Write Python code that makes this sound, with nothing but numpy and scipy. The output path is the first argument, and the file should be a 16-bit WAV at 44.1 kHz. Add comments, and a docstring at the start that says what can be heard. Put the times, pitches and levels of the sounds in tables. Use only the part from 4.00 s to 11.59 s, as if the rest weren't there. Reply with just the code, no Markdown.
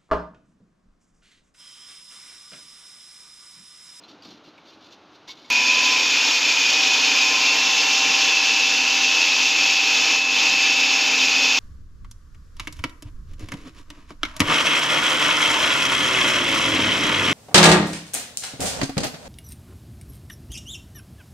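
"""Food processor shredding cabbage

Mono, close by, on a tiled kitchen counter. Cabbage rubs and bumps in the plastic feed tube (coloured grains
and noise), plastic clacks (struck modes), then the running motor is heard abruptly and creeps up to speed.
It whines on multiples of its shaft rate (sines) over fan air and gear hiss (shaped noise),
a ringing housing (moving resonance) and shredding leaves (grains).
"""
import sys
import numpy as np
from scipy import signal
from scipy.fft import rfft, irfft, next_fast_len
from scipy.io import wavfile

SR = 44100
rng = np.random.default_rng(int(sys.argv[2]) if len(sys.argv) > 2 else 0)


def unload_audio(sound):
    """Save the sound as a 16-bit wav file, at the path given as the first command line argument."""
    columns = np.transpose(np.atleast_2d(sound))
    # keep every value between -1 and 1, then stretch to whole-number steps
    steps = np.round(np.clip(columns, -1, 1) * 32767)
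    wavfile.write(sys.argv[1], SR, steps.astype(np.int16))


N = 334719
TIME_S = np.arange(N) / SR

# Room murmur spectrum: (frequency [Hz], relative level [dB])
ROOM_SPECTRUM = [(20, -38), (40, -27), (65, -14), (95, -7.5), (140, -6), (310, 3.5), (380, -1), (900, -1.5),
                 (1700, -7), (3900, -10), (6500, -22.5), (8000, -42), (12000, -46), (15000, -48)]
ROOM_DB = -52
CUTOFF_HZ = 15500

# Cabbage rub spectrum: (frequency [Hz], relative level [dB])
RUB_SPECTRUM = [(1000, -35), (2000, -13.5), (2900, -5), (4200, -3), (5800, -7), (6900, -15.5), (8000, -31),
                (9500, -36), (12000, -34), (15000, -40)]
# Feed tube resonances: (frequency [Hz], width [Hz], lift [dB])
TUBE_MODES = [(2270, 80, 6), (3080, 82, 3), (3550, 120, 4.3), (4100, 130, 8.5), (4570, 130, 4.3),
              (11900, 400, 9)]
# Strokes of cabbage in the tube: (start [s], length [s], strength [dB])
RUB_STROKES = [(0.01, .03, -57), (0.077, 0.029, -50), (0.224, 0.052, -48.5), (0.282, 0.053, -49),
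               (0.436, 0.04, -55), (0.647, 0.091, -55), (0.804, .13, -54.5), (1.115, .04, -59),
               (1.271, 0.036, -39.5), (1.35, .15, -53.5)]
RUB_ATTACK_S, RUB_RELEASE_S = 0.01, 0.023  # time constants
# Soft bumps on the counter: (time [s], strength [dB], decay [s])
BUMPS = [(.10, -49, 0.033), (.25, -44, 0.049), (.3, -46, .03), (.475, -41, .012), (1.38, -47, 0.013)]
# Plastic clacks: (time [s], strength [dB], decay [s])
CLACKS = [(1.277, -41, 0.014), (1.291, -46, 0.016), (1.367, -56, .02), (1.44, -54, .025)]
# Clack and tap spectrum: (frequency [Hz], relative level [dB])
CLACK_SPECTRUM = [(470, -40), (1100, 1), (1500, -25), (2050, -18), (2500, -2), (4000, -6), (6800, -20),
                  (8000, -28), (9500, -35), (12000, -34), (15000, -35)]
# Plastic bowl modes: (frequency [Hz], relative level [dB], t60 [s])
BOWL_MODES = [(1060, -7, .15), (2220, 2, .14), (3200, -9, .14), (3555, 2, .16), (3830, -4, .13),
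              (4150, -2, 0.09), (4820, -3, .09), (5230, -6, .14), (6850, -10, 0.11), (12100, -26, .1)]
# Light taps on the bowl: (time [s], strength [dB], decay [s], resonance [Hz])
TAPS = [(.035, -44, .014, 4120), (.221, -44, 0.011, 4780), (.247, -45, .012, 4700),
        (.578, -45.5, 0.011, 2300), (.823, -48, .008, 3500)]

# Motor speed: (time [s], shaft rate [turns/s])
SHAFT_SPEED = [(1.5, 82.18), (1.75, 84.02), (2.1, 85.1), (2.5, 85.6), (2.8, 86.18), (3.3, 86.7),
               (4.1, 87.06), (4.85, 87.32), (5.4, 86.98), (5.9, 87.26), (6.2, 87.08), (6.6, 87.42),
               (7.0, 87.15), (7.59, 87.26)]
ONSET_S = 1.5012
# Sharp clicks around the abrupt onset: (time [s], height before the low-pass [full scale])
ONSET_CLICKS = [(1.5012, 0.17), (1.5053, 0.18), (1.526, 0.2)]
# Extra housing ring just after the onset, and the time constant of its dying away
EARLY_RING_DB, SETTLE_S = 9.5, .14
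# Slow change of the running noise: (time [s], relative level [dB])
NOISE_LEVEL = [(1.5, -2.5), (1.8, 0), (3.2, 1), (4.1, 0.67), (4.7, -0.1), (5.8, -0.1), (6.6, 0.3),
               (7.59, 0.5)]
# Brief dip of the running noise
DIP_START_S, DIP_LENGTH_S, DIP_EDGE_S, DIP_DB = 6.165, 0.14, .022, -4.5
# Base levels, before the slow change and dip
AIR_DB, HISS_DB, RING_DB = -31, -20.5, -28
# Fan air spectrum: (frequency [Hz], relative level [dB])
AIR_SPECTRUM = [(15, -48), (30, -51), (80, -31.5), (150, -18), (225, -13), (264, -6), (346, -10.5),
                (452, -6.5), (735, -6), (830, -3.5), (1220, -2), (1940, -5), (2200, 2.5), (2900, -39)]
# Base resonances in the air noise: (frequency [Hz], width [Hz], lift [dB])
BASE_MODES = [(149, 7.3, 2.5), (215, 12, 6), (242, 13.4, -15.5), (290, 59, 8.5), (475, 50, 5.5),
              (926, 130, 5.5), (1170, 46, -6.5), (1738, 51, 7.5)]
# Gear hiss spectrum: (frequency [Hz], relative level [dB])
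HISS_SPECTRUM = [(300, -60), (1500, -41), (2100, -10.5), (2450, 3.5), (2900, 3), (3500, 3), (3900, -0.6),
                 (5300, 0.1), (5800, -1), (6700, -2.5), (7300, -11.5), (8000, -25), (9300, -40.5),
                 (10200, -33.5), (13000, -34), (15500, -44)]
# Hiss resonances: (frequency [Hz], width [Hz], lift [dB])
HISS_MODES = [(2378, 25, 10), (3530, 70, 2), (4140, 49, 4), (4516, 110, 3.5), (4890, 41, 2.5),
              (5300, 120, 3.5), (6090, 55, 5), (6400, 60, -2), (6710, 100, 2), (11920, 540, 12.5)]
# Housing resonance: (time [s], centre [Hz])
HOUSING_PITCH = [(1.5, 2520), (2.6, 2500), (3.3, 2584), (3.9, 2650), (5.0, 2670), (6.0, 2563), (7.59, 2530)]
# Chunks thudding on the bowl: (time [s], strength [dB], decay [s])
THUDS = [(4.06, -39, 0.046), (6.47, -44.5, .08)]
# Shredding spectrum: (frequency [Hz], relative level [dB])
SHRED_SPECTRUM = [(300, -65), (1500, -39), (2400, -7.5), (3200, -2), (3900, -7.5), (6500, -9), (8500, -57),
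                  (15000, -60)]
# Spells of the disc biting into cabbage: (start [s], length [s], level [dB])
BITES = [(1.66, .36, -31.5), (2.598, 0.64, -31.5), (3.722, 0.8, -32), (5.0, .78, -31), (7.24, .35, -32.5)]
BITE_EDGE_S, LOOSE_SHREDS_DB = 0.025, -39
# Tones of shaft, fan, gears, bearings: (multiple of shaft rate, level [dB], slow wander [dB])
TONES = [(3, -48.5, 3), (9, -51, 1), (12, -48, 1.5), (19.29, -50, 2), (22.28, -46.5, 2), (32, -41, 2),
         (38.57, -43, 2.5), (41.35, -45, 2), (44.1, -42.5, 2), (47.55, -46, 2), (51.8, -46, 2),
         (56.1, -44, 2), (58, -46, 2), (61.78, -44.5, 2), (69.4, -46, 2.5), (76.85, -48, 2)]
# Main whine
WHINE_ORDER, WHINE_DB, WHINE_WANDER_DB = 30, -26.5, 1.5
# Side tones one shaft rate away: the balance levels them off near these, then they wander
LOWER_NEAR_DB, UPPER_NEAR_DB = -26.5, -28
# Side tone balance: (time [s], lower over upper [dB])
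SIDE_BALANCE = [(1.5, -5), (1.9, -6), (2.1, 10), (2.55, 15), (3.25, 10), (3.65, -14), (4.3, -12), (5.3, -1),
                (6.25, 9), (6.7, -13), (7.2, 1), (7.59, 2)]
# Tones swelling or fading: (multiple of shaft rate, start [s], length [s], change [dB])
SWELLS = [(12, 1.42, 0.54, 14.5), (30, 2.17, 0.89, -13), (9, 2.7, 5, 12), (30, 3.13, 1.1, -8),
          (12, 3.07, 1.25, 8.5), (69.4, 3.5, .75, 13.5), (38.57, 4.2, .5, 11), (32.1, 3.6, 3.6, 3),
          (38.57, 4.9, 0.88, 7), (69.4, 4.6, .9, 7), (30, 5.6, 1.28, 2.5), (3, 6.3, 1.16, 4.5)]
SWELL_EDGE_S = 0.044
BEARING_SLIP_RAD = .014


def from_db(db):
    """Decibels to gain."""
    return 10 ** (np.asarray(db) / 20)


def rms_one(x):
    """Scale to unit rms."""
    return x / np.sqrt(np.mean(x ** 2) + 1e-20)


def in_time(rows):
    """Interpolate a (time, value) curve at every sample."""
    times_s, values = np.transpose(rows)
    return np.interp(TIME_S, times_s, values)


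def drift(rate_hz):
    """Random line of unit rms through rate_hz knots a second."""
    knots = rng.standard_normal(4096)
    return rms_one(np.interp(TIME_S * rate_hz, np.arange(len(knots)), knots))


def noise():
    """White noise."""
    return rng.standard_normal(N)


def grains(per_s, spread_db):
    """Random single-sample snaps of uneven size and either sign."""
    sizes = from_db(spread_db * np.minimum(rng.exponential(1, N), 4))
    present = rng.random(N) < per_s / SR
    return present * sizes * rng.choice([-1, 1], N)


def colour(x, spectrum, modes=()):
    """Filter x by a broad spectrum with resonances on it; unit rms."""
    size = next_fast_len(N)
    hz = np.maximum(np.arange(size // 2 + 1) * SR / size, 1)
    points_hz, levels_db = np.transpose(spectrum)
    gain_db = np.interp(np.log(hz), np.log(points_hz), levels_db)
    for centre_hz, width_hz, lift_db in modes:
        gain_db = gain_db + lift_db / (1 + (2 * (hz - centre_hz) / width_hz) ** 2)
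    return rms_one(irfft(rfft(x, size) * from_db(gain_db), size)[:N])


def blows(rows, rise_s):
    """Summed envelopes of blows that swell quickly and die away."""
    envelope = np.zeros(N)
    for start_s, db, decay_s in rows:
        age_s = np.maximum(TIME_S - start_s, 0)
        envelope += from_db(db) * (1 - np.exp(-age_s / rise_s)) * np.exp(-age_s / decay_s)
    return envelope


def held(start_s, length_s, attack_s, release_s):
    """Envelope that rises, holds for its length and dies away."""
    age_s = np.maximum(TIME_S - start_s, 0)
    release = np.exp(-np.maximum(age_s - length_s, 0) / release_s)
    return (1 - np.exp(-age_s / attack_s)) * release


def spells(rows, attack_s, release_s):
    """Summed held envelopes of (start, length, dB) rows."""
    return sum(from_db(db) * held(s, length_s, attack_s, release_s) for s, length_s, db in rows)


def kitchen(x, t60_s, wet_db):
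    """Close tiled walls add a short, dense tail that ripples the spectrum."""
    age_s = TIME_S[:SR // 4]
    tail = rng.standard_normal(len(age_s)) * from_db(-60 * age_s / t60_s)
    wet = from_db(wet_db)
    response = wet * tail / np.sqrt(np.sum(tail ** 2))
    response[0] += 1  # direct sound
    return signal.fftconvolve(x, response)[:N] / np.sqrt(1 + wet ** 2)


def bowl(x):
    """Struck bowl rings on in decaying modes; broad noise passes at about its own level."""
    age_s = TIME_S[:SR // 4]
    response = np.zeros(len(age_s))
    for hz, db, t60_s in BOWL_MODES:
        response += from_db(db - 60 * age_s / t60_s) * np.sin(2 * np.pi * hz * age_s)
    return signal.fftconvolve(x, response / np.sqrt(np.sum(response ** 2)))[:N]


def room_murmur():
    """Dull steady noise of the room."""
    modes = [(310, 48, 5.9), (1350, 250, 3), (1950, 500, -4)]
    return from_db(ROOM_DB) * colour(noise(), ROOM_SPECTRUM, modes)


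def rubbing():
    """Leaves rub in the tube: strokes of crackle coloured by its resonances."""
    crackle = kitchen(grains(per_s=760, spread_db=3.0), t60_s=0.18, wet_db=3.0)
    strokes = spells(RUB_STROKES, RUB_ATTACK_S, RUB_RELEASE_S)
    return strokes * from_db(2.2 * drift(110)) * colour(crackle, RUB_SPECTRUM, TUBE_MODES)


def bumping():
    """The base bumps softly on the counter: short low noise bursts."""
    spectrum = [(60, -35), (165, -8), (290, 1), (450, -15), (1200, -19), (4000, -56)]
    return blows(BUMPS, rise_s=0.0034) * colour(noise(), spectrum)


def clacking():
    """A quick flurry of plastic contacts sets the bowl ringing."""
    force = blows(CLACKS, rise_s=0.0018)
    contacts = rms_one(grains(per_s=5000, spread_db=2.0))
    direct = from_db(-5) * force * colour(contacts, CLACK_SPECTRUM)
    return direct + from_db(5.0) * bowl(force * contacts)


def tapping():
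    """Light taps on the bowl: noise bursts, each with one strong resonance."""
    out = np.zeros(N)
    for start_s, db, decay_s, hz in TAPS:
        envelope = blows([(start_s, db, decay_s)], rise_s=0.00084)
        out += envelope * colour(noise(), CLACK_SPECTRUM, [(hz, 350, 21)])
    return out


def fan_air(noise_db):
    """Fan turbulence: noise coloured by the base resonances."""
    level_db = AIR_DB + noise_db + 0.64 * drift(14)
    return from_db(level_db) * colour(noise(), AIR_SPECTRUM, BASE_MODES)


def gear_hiss(disc_angle, noise_db):
    """The geared-down disc runs a little out of true, so the hiss pulses once per disc turn."""
    pulse = from_db(0.48 * np.cos(disc_angle) + .5 * drift(40))
    pulsed = kitchen(noise(), t60_s=0.13, wet_db=-5.5) * pulse
    return from_db(HISS_DB + noise_db) * colour(pulsed, HISS_SPECTRUM, HISS_MODES)


def housing(angle, width_hz, throb):
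    """Gear chatter, strongest once a shaft turn, rings a narrow moving resonance; unit rms."""
    radius = np.exp(-np.pi * width_hz / SR)
    carrier = np.exp(2j * np.pi * np.cumsum(in_time(HOUSING_PITCH)) / SR)
    chatter = noise() * (1 + throb * np.cos(angle))
    # double pole at 0 Hz, shifted to the moving centre
    baseband = signal.lfilter([1], [1, -2 * radius, radius ** 2], chatter / carrier)
    return rms_one(np.real(baseband * carrier))


def housing_ring(angle, noise_db):
    """Ringing housing, louder just after the onset."""
    early = np.exp(-np.maximum(TIME_S - ONSET_S, 0) / SETTLE_S)
    level_db = RING_DB + noise_db + EARLY_RING_DB * early + 1.4 * drift(30)
    return from_db(level_db) * housing(angle, width_hz=300, throb=0.25)


def thudding():
    """Chunks thud against the bowl: low noise bursts."""
    spectrum = [(40, -40), (90, -16), (145, 0), (260, -4), (800, -38)]
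    return blows(THUDS, rise_s=.008) * colour(noise(), spectrum)


def shredding(disc_angle):
    """Leaves snap as the blades sweep under the tube, densest once per disc turn."""
    snaps = grains(per_s=5000 * (1 + .5 * np.cos(disc_angle)), spread_db=1.2)
    biting = spells(BITES, BITE_EDGE_S, BITE_EDGE_S)
    level = np.hypot(biting, from_db(LOOSE_SHREDS_DB))
    return level * from_db(2.0 * drift(24)) * colour(snaps, SHRED_SPECTRUM)


def whine(angle):
    """Tones on multiples of the shaft rate; fractional ones come from the bearings and slip in phase."""
    balance_db = in_time(SIDE_BALANCE)
    lower_db = LOWER_NEAR_DB - 20 * np.log10(np.hypot(1, from_db(-balance_db)))
    upper_db = UPPER_NEAR_DB - 20 * np.log10(np.hypot(1, from_db(balance_db)))
    main = [(WHINE_ORDER - 1, lower_db, WHINE_WANDER_DB),
            (WHINE_ORDER, WHINE_DB, WHINE_WANDER_DB),
            (WHINE_ORDER + 1, upper_db, WHINE_WANDER_DB)]
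    out = np.zeros(N)
    for order, db, wander_db in main + list(TONES):
        level_db = db + wander_db * drift(5)
        for swell_order, start_s, length_s, change_db in SWELLS:
            if abs(swell_order - order) < .5:
                level_db = level_db + change_db * held(start_s, length_s, SWELL_EDGE_S, SWELL_EDGE_S)
        source_angle = angle + BEARING_SLIP_RAD * drift(45) if order % 1 else angle
        phase = order * source_angle + rng.uniform(0, 2 * np.pi)
        out += from_db(level_db) * np.sin(phase)
    return np.sqrt(2) * out  # levels are rms


def handling():
    """Sounds of cabbage, base and bowl being handled."""
    return rubbing() + bumping() + clacking() + tapping()


def processor():
    """Running machine: whine, hiss pulse, housing throb and shredding follow one shaft."""
    angle = 2 * np.pi * np.cumsum(in_time(SHAFT_SPEED)) / SR
    disc_angle = angle / 3
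    noise_db = in_time(NOISE_LEVEL) + 0.28 * drift(25)
    noise_db += DIP_DB * held(DIP_START_S, DIP_LENGTH_S, DIP_EDGE_S, DIP_EDGE_S)
    out = fan_air(noise_db) + gear_hiss(disc_angle, noise_db) + housing_ring(angle, noise_db)
    out += thudding() + shredding(disc_angle) + whine(angle + 0.004 * drift(40))
    out *= np.clip((TIME_S - ONSET_S) / 0.00046, 0, 1)  # silent before the onset
    for click_s, height in ONSET_CLICKS:
        out[round(click_s * SR)] += height
    return out


def scene():
    """Room, hands and machine, alike in both channels."""
    return np.tile(room_murmur() + handling() + processor(), (2, 1))


def record(dry):
    """Steep low-pass."""
    low_pass = signal.ellip(10, .1, 80, CUTOFF_HZ, fs=SR, output="sos")
    return signal.sosfilt(low_pass, dry)


dry = scene()
out = record(dry)
unload_audio(out)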